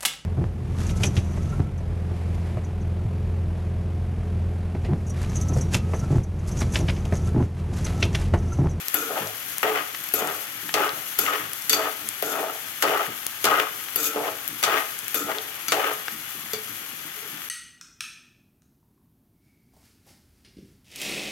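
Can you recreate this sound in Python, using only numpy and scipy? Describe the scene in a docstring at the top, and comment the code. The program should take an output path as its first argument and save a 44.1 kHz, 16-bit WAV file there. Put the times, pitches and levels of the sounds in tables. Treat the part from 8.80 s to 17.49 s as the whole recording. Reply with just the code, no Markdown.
"""Peanuts fry in hot oil in a wide metal pan in a small kitchen.
Tiny steam bubbles fizz over the rush of the flame, and now and then a drop spits. A slotted steel
spatula lands on the wall or the bottom of the pan, rings, and scrapes the nuts along, its edge
catching and slipping; the pan bumps softly on the stove. When the stirring stops, the oil calms."""
import sys
import numpy as np
from scipy import signal
from scipy.fft import rfft, irfft, next_fast_len
from scipy.io import wavfile

SR = 44100
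rng = np.random.default_rng(int(sys.argv[2]) if len(sys.argv) > 2 else 0)


def transcribe(u):
    """Save the signal u as a 16-bit wav file named by the first command-line argument.

    u: samples, shape (n,) or (channels, n), limited to [-1, 1]; the rate is SR.
    q: integer samples, one column per channel.
    """
    v = np.clip(np.atleast_2d(u).T, -1, 1)
    q = np.round(v * 32767).astype(np.int16)
    wavfile.write(sys.argv[1], SR, q)


N = 383213
TIME = np.arange(N) / SR
FFT_SIZE = next_fast_len(N + SR // 2, True)
HZ = np.maximum(np.arange(FFT_SIZE // 2 + 1) * SR / FFT_SIZE, 1)


def from_db(db):
    """Decibels to gain."""
    return 10 ** (np.asarray(db) / 20)


def rms_one(x):
    """Scale to unit power."""
    return x / np.sqrt(np.mean(np.abs(x) ** 2) + 1e-20)


def eq_curve(points):
    """Draw a dB curve through points along the log frequency axis."""
    hz, db = np.transpose(points)
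    return np.interp(np.log(HZ), np.log(hz), db)


def drift(per_s):
    """A random wander of spread 1."""
    return rms_one(np.interp(TIME * per_s, np.arange(N // 10), rng.standard_normal(N // 10)))


def resonances(modes):
    """Response of a set of ringing modes."""
    return sum(from_db(db) / (1 + 1j * (HZ ** 2 - hz ** 2) / (HZ * width)) for hz, width, db in modes)


def body(colour, modes=()):
    """Causal response of a broad colour with resonances standing out of it; unit power."""
    cepstrum = irfft(eq_curve(colour) * np.log(10) / 20, FFT_SIZE)
    broad = np.exp(rfft(2 * cepstrum[:FFT_SIZE // 2], FFT_SIZE))
    return rms_one(broad * (1 + resonances(modes)))


def band(response, low_hz, high_hz):
    """One register of a body, band-passed; unit power."""
    b, a = signal.butter(3, [low_hz, high_hz], "band", analog=True)
    return rms_one(response * np.polyval(b, 1j * HZ) / np.polyval(a, 1j * HZ))


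def through(force, response):
    """The sound of a body driven by a force."""
    return irfft(rfft(force, FFT_SIZE) * response, FFT_SIZE)[..., :N]


def grains(per_s, spread_db, lag_ms=0.11, scatter_ms=0.13):
    """Random clicks of uneven size, each from its own spot; most reach the right side a little later."""
    at = np.flatnonzero(rng.random(N) < per_s / SR)
    size = from_db(spread_db * np.minimum(rng.exponential(1, len(at)), 6))
    size *= rng.choice([-1, 1], len(at))
    lag = np.round(rng.normal(lag_ms, scatter_ms, len(at)) * SR / 1000).astype(int)
    return rms_one(np.array([np.bincount(at, size, N), np.bincount((at + lag) % N, size, N)]))


def impulses(times, gains):
    """A one-sample kick at each time."""
    return np.bincount(np.round(times * SR).astype(int), gains, N)


def blows(times, db, t60):
    """Envelope that jumps at each contact and dies as the chatter settles."""
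    decay = from_db(-60 / (t60 * SR))
    return signal.lfilter([1], [1, -decay], impulses(times, from_db(db)) + 1e-18)


def impact(times, db, t60, crack_db=8, crack_t60=0.0049):
    """Envelope of a hard contact: a brief crack, then the settling chatter."""
    return blows(times, db, t60) + blows(times, db + crack_db, crack_t60)


def push(start, attack, length, t60, surge_db, sag_db_per_s=0, surge_s=0.04):
    """Envelope of one push of the hand: it sets in, holds, bites hardest as it ends and is released."""
    t = np.clip(TIME - start, 0, 2)
    bite_db = surge_db * np.exp(-np.abs(t - length) / surge_s)
    sag_db = sag_db_per_s * (np.minimum(t, length) - length / 2)
    release_db = 60 * np.maximum(t - length, 0) / t60
    return np.minimum(t / attack, 1) * from_db(bite_db - sag_db - release_db)


# how hard the oil fries, easing off at the end: (time [s], level [dB])
FRYING = [(0.0, -38.5), (3.8, -39), (7.4, -39.5), (8.69, -42.5)]
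# bright sizzle of the tiny bubbles: (frequency [Hz], level [dB])
FIZZ_EQ = [(2000,-33),(4000,-8),(5200,-11.5),(6700,-4.5),(7000,-9.5),(9300,-9),(10600,-2),(11450,-2),(11700,4),(13500,-3.5),(15700,-9.5)]
# midrange of the larger bubbles: (frequency [Hz], level [dB])
SIMMER_EQ = [(300,-17.5),(650,-7),(800,-3),(980,-4.5),(1230,3.5),(1600,3.5),(2300,3.5),(2650,1.5),(2900,3.5),(3250,2.5),(3520,2),(3750,-7.5),(6000,-7),(16000,-29)]


def oil():
    """Tiny bubbles burst in clusters as a bright fizz; larger ones simmer lower and follow the heat less."""
    heat_db = np.interp(TIME, *np.transpose(FRYING))
    clusters = from_db(0.84 * drift(350) + 1.2 * drift(45) + 0.5 * drift(17))
    fizz = grains(per_s=14000, spread_db=2) * clusters * from_db(heat_db + 4)
    simmer = grains(per_s=5000, spread_db=2) * from_db(-38.5 + 0.5 * (heat_db - np.mean(heat_db)))
    return through(fizz, body(FIZZ_EQ)) + through(simmer, body(SIMMER_EQ))


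# low, soft bed of the burner: (frequency [Hz], level [dB])
FLAME_EQ = [(20,-33),(50,-19),(110,1),(200,-1.5),(320,1),(600,-8.5),(1500,-16),(8000,-48)]


def flame():
    """The flame rushes steadily under the pan."""
    rush = grains(per_s=9000, spread_db=2, scatter_ms=0.24) * from_db(-55)
    return through(rush, body(FLAME_EQ))


# oil spits and nuts tick against the metal: (time [s], level [dB], pitch [Hz])
SPITS = [(0.0838,-1.5,12300),(0.473,-19,5000),(0.7507,-24,12500),(0.7828,-7,11500),(1.147,-19,1700),(1.2401,-13,12500),
         (1.289,-12,12500),(1.474,-10.5,11200),(1.892,-19.5,1600),(2.044,-19.5,1900),(2.092,-19,3660),(2.7336,-10,11800),(2.822,-19,8000),(3.289,-3,10900),(4.4664,-4.5,11500),
         (5.085,-24,1990),(5.6785,-3,11600),(5.686,-5,13500),(6.19,-12,12000),(6.2819,-7.5,11900),(6.516,-21,1500),(6.5844,-16,3580),(6.7351,-29,8800),(7.282,-16.5,1600)]


def spits(gain_db=2, cycles=26, shortest_s=0.00085, snap_db=-9, snap_t60=0.00038):
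    """Each spit is a snap, then a few dozen cycles around its pitch; shrill ones are widest in stereo."""
    out, t = np.zeros((2, N)), TIME[:SR // 20]
    for time, db, hz in SPITS:
        shrillness = hz / 6000
        noise = rng.standard_normal((3, len(t)))  # centre, left, right
        burst = (noise[0] + noise[1:] * shrillness) * from_db(-60 * t / (shortest_s + cycles / hz))
        crack = signal.lfilter(*signal.iirpeak(hz, Q=2.5, fs=SR), burst)
        crack += burst * shrillness * from_db(snap_db - 60 * t / snap_t60)
        at = round(time * SR)
        out[:, at:at + len(t)] += from_db(db + gain_db) * crack / np.abs(crack).max()
    return out


# thin, bright tone of the steel blade: (frequency [Hz], level [dB])
BLADE_EQ = [(200,-48),(1000,-15.5),(2000,3.5),(4000,2.5),(6500,1),(8500,0),(11500,6),(13500,4),(16000,0.5)]
# ring of the free blade: (frequency [Hz], width [Hz], boost [dB])
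BLADE_MODES = [(1332,14,27),(2288,28,13),(2850,70,5),(3478,35,14),(4238,30,6),(4597,40,19),(5055,60,4),(5810,60,6),(6138,70,10),(6516,60,11),(7150,45,7),(7770,55,9),(11305,35,7),(11628,50,14),(13103,55,14),(14270,50,10)]
# screech of the blade pressed against the wall: (frequency [Hz], width [Hz], boost [dB])
SCREECH_MODES = [(2470,70,13),(3550,40,15),(5050,27,7.5),(6670,110,15.5)]
# broad tone of the pan's wall: (frequency [Hz], level [dB])
WALL_EQ = [(100,-10.5),(300,-1.5),(1400,9),(4000,-20)]
# hollow ring of the wall: (frequency [Hz], width [Hz], boost [dB])
WALL_MODES = [(297,14,34),(345,36,22),(438,20,30),(1250,30,19),(1332,15,26.5),(1420,45,18)]
# bare steel slides on the wall:
# (start [s], length [s], singing level [dB], final surge [dB], wall level [dB])
SLIDES = [(0.135, 0.083, -28.5, -5.5, -30.5), (1.34, 0.047, -31, 2, -33.5), (2.382, 0.054, -26, -0.5, -34),
          (2.901, .045, -29, 2, -33.5), (3.431, 0.083, -38.5, 10.5, -33.5), (5.168, 0.1, -30.5, 10, -33.5),
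          (6.346, 0.046, -26.5, -3.5, -31.5)]


def slides(attack_s=0.0054, screech_db=-6):
    """Steel on the dry wall screeches and sings in the blade's high modes; the wall rings low and hollow."""
    sing = wall = 0
    for start, length, sing_db, surge_db, wall_db in SLIDES:
        sing += from_db(sing_db) * push(start, attack_s, length, t60=0.28, surge_db=surge_db)
        wall += from_db(wall_db) * push(start, attack_s, length, t60=0.61, surge_db=0)
    blade_rub = grains(per_s=4600, spread_db=2) * from_db(2 * drift(160)) * sing
    wall_rub = grains(per_s=6000, spread_db=2.5) * wall
    high_modes = band(body(BLADE_EQ, BLADE_MODES), 6200, 18000)
    high_modes = band(high_modes, 5600, 19000)  # steeper skirts
    screech = from_db(screech_db) * band(body(BLADE_EQ, SCREECH_MODES), 2240, 7700)
    return through(blade_rub, high_modes + screech) + through(wall_rub, body(WALL_EQ, WALL_MODES))


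# broad tone of the pan's bottom: (frequency [Hz], level [dB])
PAN_EQ = [(60,-35),(170,-17),(250,-15.5),(380,-1),(800,-5.5),(950,-6),(1300,-0.5),(2000,-3.5),(3300,-6),(3900,-16.5),(6500,-18),(9000,-23.5),(16000,-12.5)]
# ring of the pan's bottom: (frequency [Hz], width [Hz], boost [dB])
PAN_MODES = [(297,12,11),(406,18,2),(432,12,13.5),(474,22,3),(545,16,6),(647,14,10),(727,15,11),(762,20,1),(836,20,5),(1190,36,-2),(1249,24,5),(1336,18,3.5),(1507,45,-4),(1895,35,2),(2080,60,-4),(2500,50,-2),(2900,120,-3),(3540,60,-1)]
# the spatula lands: (time [s], thud [dB], clack [dB], clink [dB], shimmer [dB], freedom to ring [0-1])
LANDINGS = [(0.1426, -35, -28, -38, -18.5, 0.6), (0.8304, -19.5, -21.5, -50, -34, 0.3),
            (1.338, -27, -31, -35, -19.5, 0.8), (1.9406, -22, -24, -24.5, -35, 0.16),
            (2.389, -27, -26, -31, -16, 0.6), (2.8953, -57, -36, -19.5, -19, 0.86),
            (2.931, -26, -25, -22, -26, 1), (3.4243, -23.5, -31, -37, -27.5, 0.4),
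            (4.0241, -33, -21, -24, -25, 0.35), (4.6421, -26.5, -24, -22, -29, 0.15),
            (4.6527, -34, -39, -33, -26, 0), (5.1593, -35.5, -34, -34.5, -19, 0.8),
            (5.359, -27, -39, -50, -50, 0.1), (5.8284, -34, -27, -32, -26.5, 0.6),
            (5.8367, -23.5, -24, -21, -39, 0.1), (6.344, -34, -29.5, -37, -23, 0.7),
            (6.883, -42, -33, -27.5, -32, 0.97), (6.9207, -25.5, -19.5, -24, -36, 0.05),
            (7.7337, -29, -40, -30.5, -31, 0.96)]


def landings():
    """The edge chatters as it lands. A light tap lets the blade ring; pressed into the nuts it is damped."""
    times, thud_db, clack_db, clink_db, shimmer_db, freedom = np.transpose(LANDINGS)
    pan = body(PAN_EQ, PAN_MODES)
    chatter = grains(per_s=14000, spread_db=0.5)
    thud = chatter * blows(times, thud_db + 4, t60=0.035)
    clack = chatter * impact(times, clack_db + 5.5, t60=0.08, crack_db=-5)
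    sound = through(thud, band(pan, 60, 950)) + through(clack, band(pan, 920, 20000))
    freedom = np.clip(freedom, 0.02, 0.98)
    ringing, damped = body(BLADE_EQ, BLADE_MODES), body(BLADE_EQ)
    for share, blade in (freedom, ringing), (1 - freedom, damped):
        share_db = 10 * np.log10(share)
        chatter = grains(per_s=16000, spread_db=-3)
        clink = chatter * impact(times, clink_db + share_db + 3, t60=0.12)
        shimmer = chatter * impact(times, shimmer_db + share_db + 5, t60=0.039)
        sound += through(clink, band(blade, 1360, 8350)) + through(shimmer, band(blade, 10800, 19500))
    return sound


def pings(gain_db=25, freedom_power=1.9):
    """The first touch of a loosely held blade sets its modes ringing cleanly."""
    times, _, _, clink_db, _, freedom = np.transpose(LANDINGS)
    taps = impulses(times, from_db(clink_db + gain_db) * freedom ** freedom_power)
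    return through(taps, band(resonances(BLADE_MODES), 1400, 8500))


# dull thump of the pan on its stand: (frequency [Hz], level [dB])
STOVE_EQ = [(25,-45),(70,-16),(110,-2),(200,1),(340,1),(450,-3.5),(900,-41),(3000,-70)]
# low ring in that thump: (frequency [Hz], width [Hz], boost [dB])
STOVE_MODES = [(106.5,4.1,14.4),(157,8.3,6.6),(214,6.9,8.8),(297,10.7,9)]
# the louder bumps of the settling pan: (time [s], level [dB])
BUMPS = [(0.407, -36), (1.419, -36), (1.829, -38), (2.131, -42), (2.598, -40.5), (3.191, -44),
         (4.276, -42.5), (5.684, -42), (6.439, -44), (7.318, -44), (7.549, -43), (7.884, -43.5),
         (8.128, -46.5), (8.247, -47), (8.528, -46)]


def bumps(rock_db=-44.5, shifts_per_s=3, shift_db=-48.5):
    """The pan bumps on the stove: it rocks at every landing, settles, and shifts faintly at random."""
    rocks = [(time, rock_db) for time, *_ in LANDINGS]
    shift_times = np.cumsum(rng.uniform(0.5, 1.5, 100)) / shifts_per_s
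    shifts = [(time, shift_db + rng.uniform(-0.5, 0.5)) for time in shift_times if time < TIME[-1]]
    times, db = np.transpose(BUMPS + shifts + rocks)
    rattle = grains(per_s=3000, spread_db=0.5) * blows(times, db, t60=0.27)
    return through(rattle, body(STOVE_EQ, STOVE_MODES))


# the spatula pushes the nuts along the bottom: (start [s], attack [s], length [s], release t60 [s],
# rumble level [dB], grit level [dB], final surge [dB], unused [dB])
STROKES = [(0.28, 0.04, 0.13, 0.43, -29.5, -38, 8, 0.5), (0.834, 0.0065, .15, 0.24, -26.5, -29.5, 5, 3),
           (1.355, 0.05, 0.14, 0.46, -30, -34, 4, 0.3), (1.945, .01, 0.1, 0.43, -26.5, -28.5, 6, 2),
           (2.405, 0.08, 0.13, .43, -31.5, -27.5, 2.5, 0.5), (2.935, 0.026, 0.12, 0.34, -29, -32.5, 3, 2),
           (3.44, 0.15, 0.23, 0.36, -26.5, -33, -8, 0.3), (4.025, 0.011, 0.19, 0.3, -25, -26.5, 0, 2.7),
           (4.645, 0.014, 0.15, 0.31, -25.5, -24.5, 4.5, 3), (5.324, 0.027, .16, 0.27, -28.5, -38, 8, 1),
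           (5.845, 0.025, .13, 0.33, -26.5, -25.5, 2, -13), (6.46, 0.025, 0.051, 0.59, -31.5, -38, 6, 0.3),
           (6.925, .01, 0.16, 0.36, -28, -28.5, 3, 2)]


def scrapes(wander_db=1.77, rumble_surge_share=0.12, sag_db_per_s=22.5):
    """The edge catches and slips over the bottom; each register wavers as the contact point moves."""
    pan = body(PAN_EQ, PAN_MODES)
    slips = grains(per_s=1500, spread_db=2) * from_db(1.35 * drift(160))
    rumble = grit = 0
    for *timing, rumble_db, grit_db, surge_db, _ in STROKES:
        # the contact climbs the curved bottom, so the low modes fade along the push
        rumble += from_db(rumble_db) * push(*timing, rumble_surge_share * surge_db, sag_db_per_s)
        grit += from_db(grit_db) * push(*timing, surge_db)
    registers = [(rumble * from_db(-8), band(pan, 77, 447)),
                 (rumble * from_db(-3), band(pan, 579, 917)),
                 (grit * from_db(0.5), band(pan, 1055, 1596)),
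                 (grit * from_db(-2), band(pan, 1470, 16000))]
    return sum(through(slips * envelope * from_db(wander_db * drift(45)), response)
               for envelope, response in registers)


# the resting spatula drags a little: (start [s], end [s], level [dB])
DRAGS = [(7.734,7.775,-36.5),(8.352,8.47,-50)]


def drags():
    """Slow, light dragging feeds only the low modes of the pan, which hums."""
    gate = sum(from_db(db) * (TIME > start) * (TIME < end) for start, end, db in DRAGS)
    rub = grains(per_s=2600, spread_db=2.5) * gate
    return through(rub, band(body(PAN_EQ, PAN_MODES), 410, 476))


def kitchen(sound, t60=0.5, predelay_s=0.004, high_cut_hz=5000, low_cut_hz=450):
    """The room adds a short, slightly dull tail with little bass, different on each side."""
    t = TIME[:SR // 2]
    tail = rng.standard_normal((2, len(t))) * from_db(-60 * t / t60) * (t > predelay_s)
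    tail = rms_one(tail) / np.sqrt(len(t))
    tone = 1 / (1 + 1j * HZ / high_cut_hz) / (1 + low_cut_hz / (1j * HZ))
    return through(sound, rfft(tail, FFT_SIZE) * tone)


def scene(room_db=-8):
    """Oil, stove and spatula in the room."""
    direct = oil() + flame() + spits() + slides() + landings() + pings() + bumps() + scrapes() + drags()
    return direct + from_db(room_db) * kitchen(direct)


# the right microphone is shaded from the pan: (frequency [Hz], left minus right [dB])
SHADE = [(380,0),(700,2.5),(1290,5.5),(2400,9),(3400,7),(4200,2.5),(6200,0),(7400,-2),(8500,1),(9500,11),(11300,19),(13000,18.5),(15500,10)]


def record(dry, ceiling=0.78, cutoff_hz=15800):
    """The two microphones differ in colour; peaks are rounded and the top is cut."""
    sides = from_db(eq_curve(SHADE) * np.array([[0.5], [-0.5]]))
    shaded = through(dry, sides / np.sqrt(np.mean(sides ** 2, axis=0)))
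    rounded = ceiling * np.tanh(shaded / ceiling)
    return signal.sosfilt(signal.ellip(10, 0.2, 80, cutoff_hz, fs=SR, output="sos"), rounded)


dry = scene()
out = record(dry)
transcribe(out)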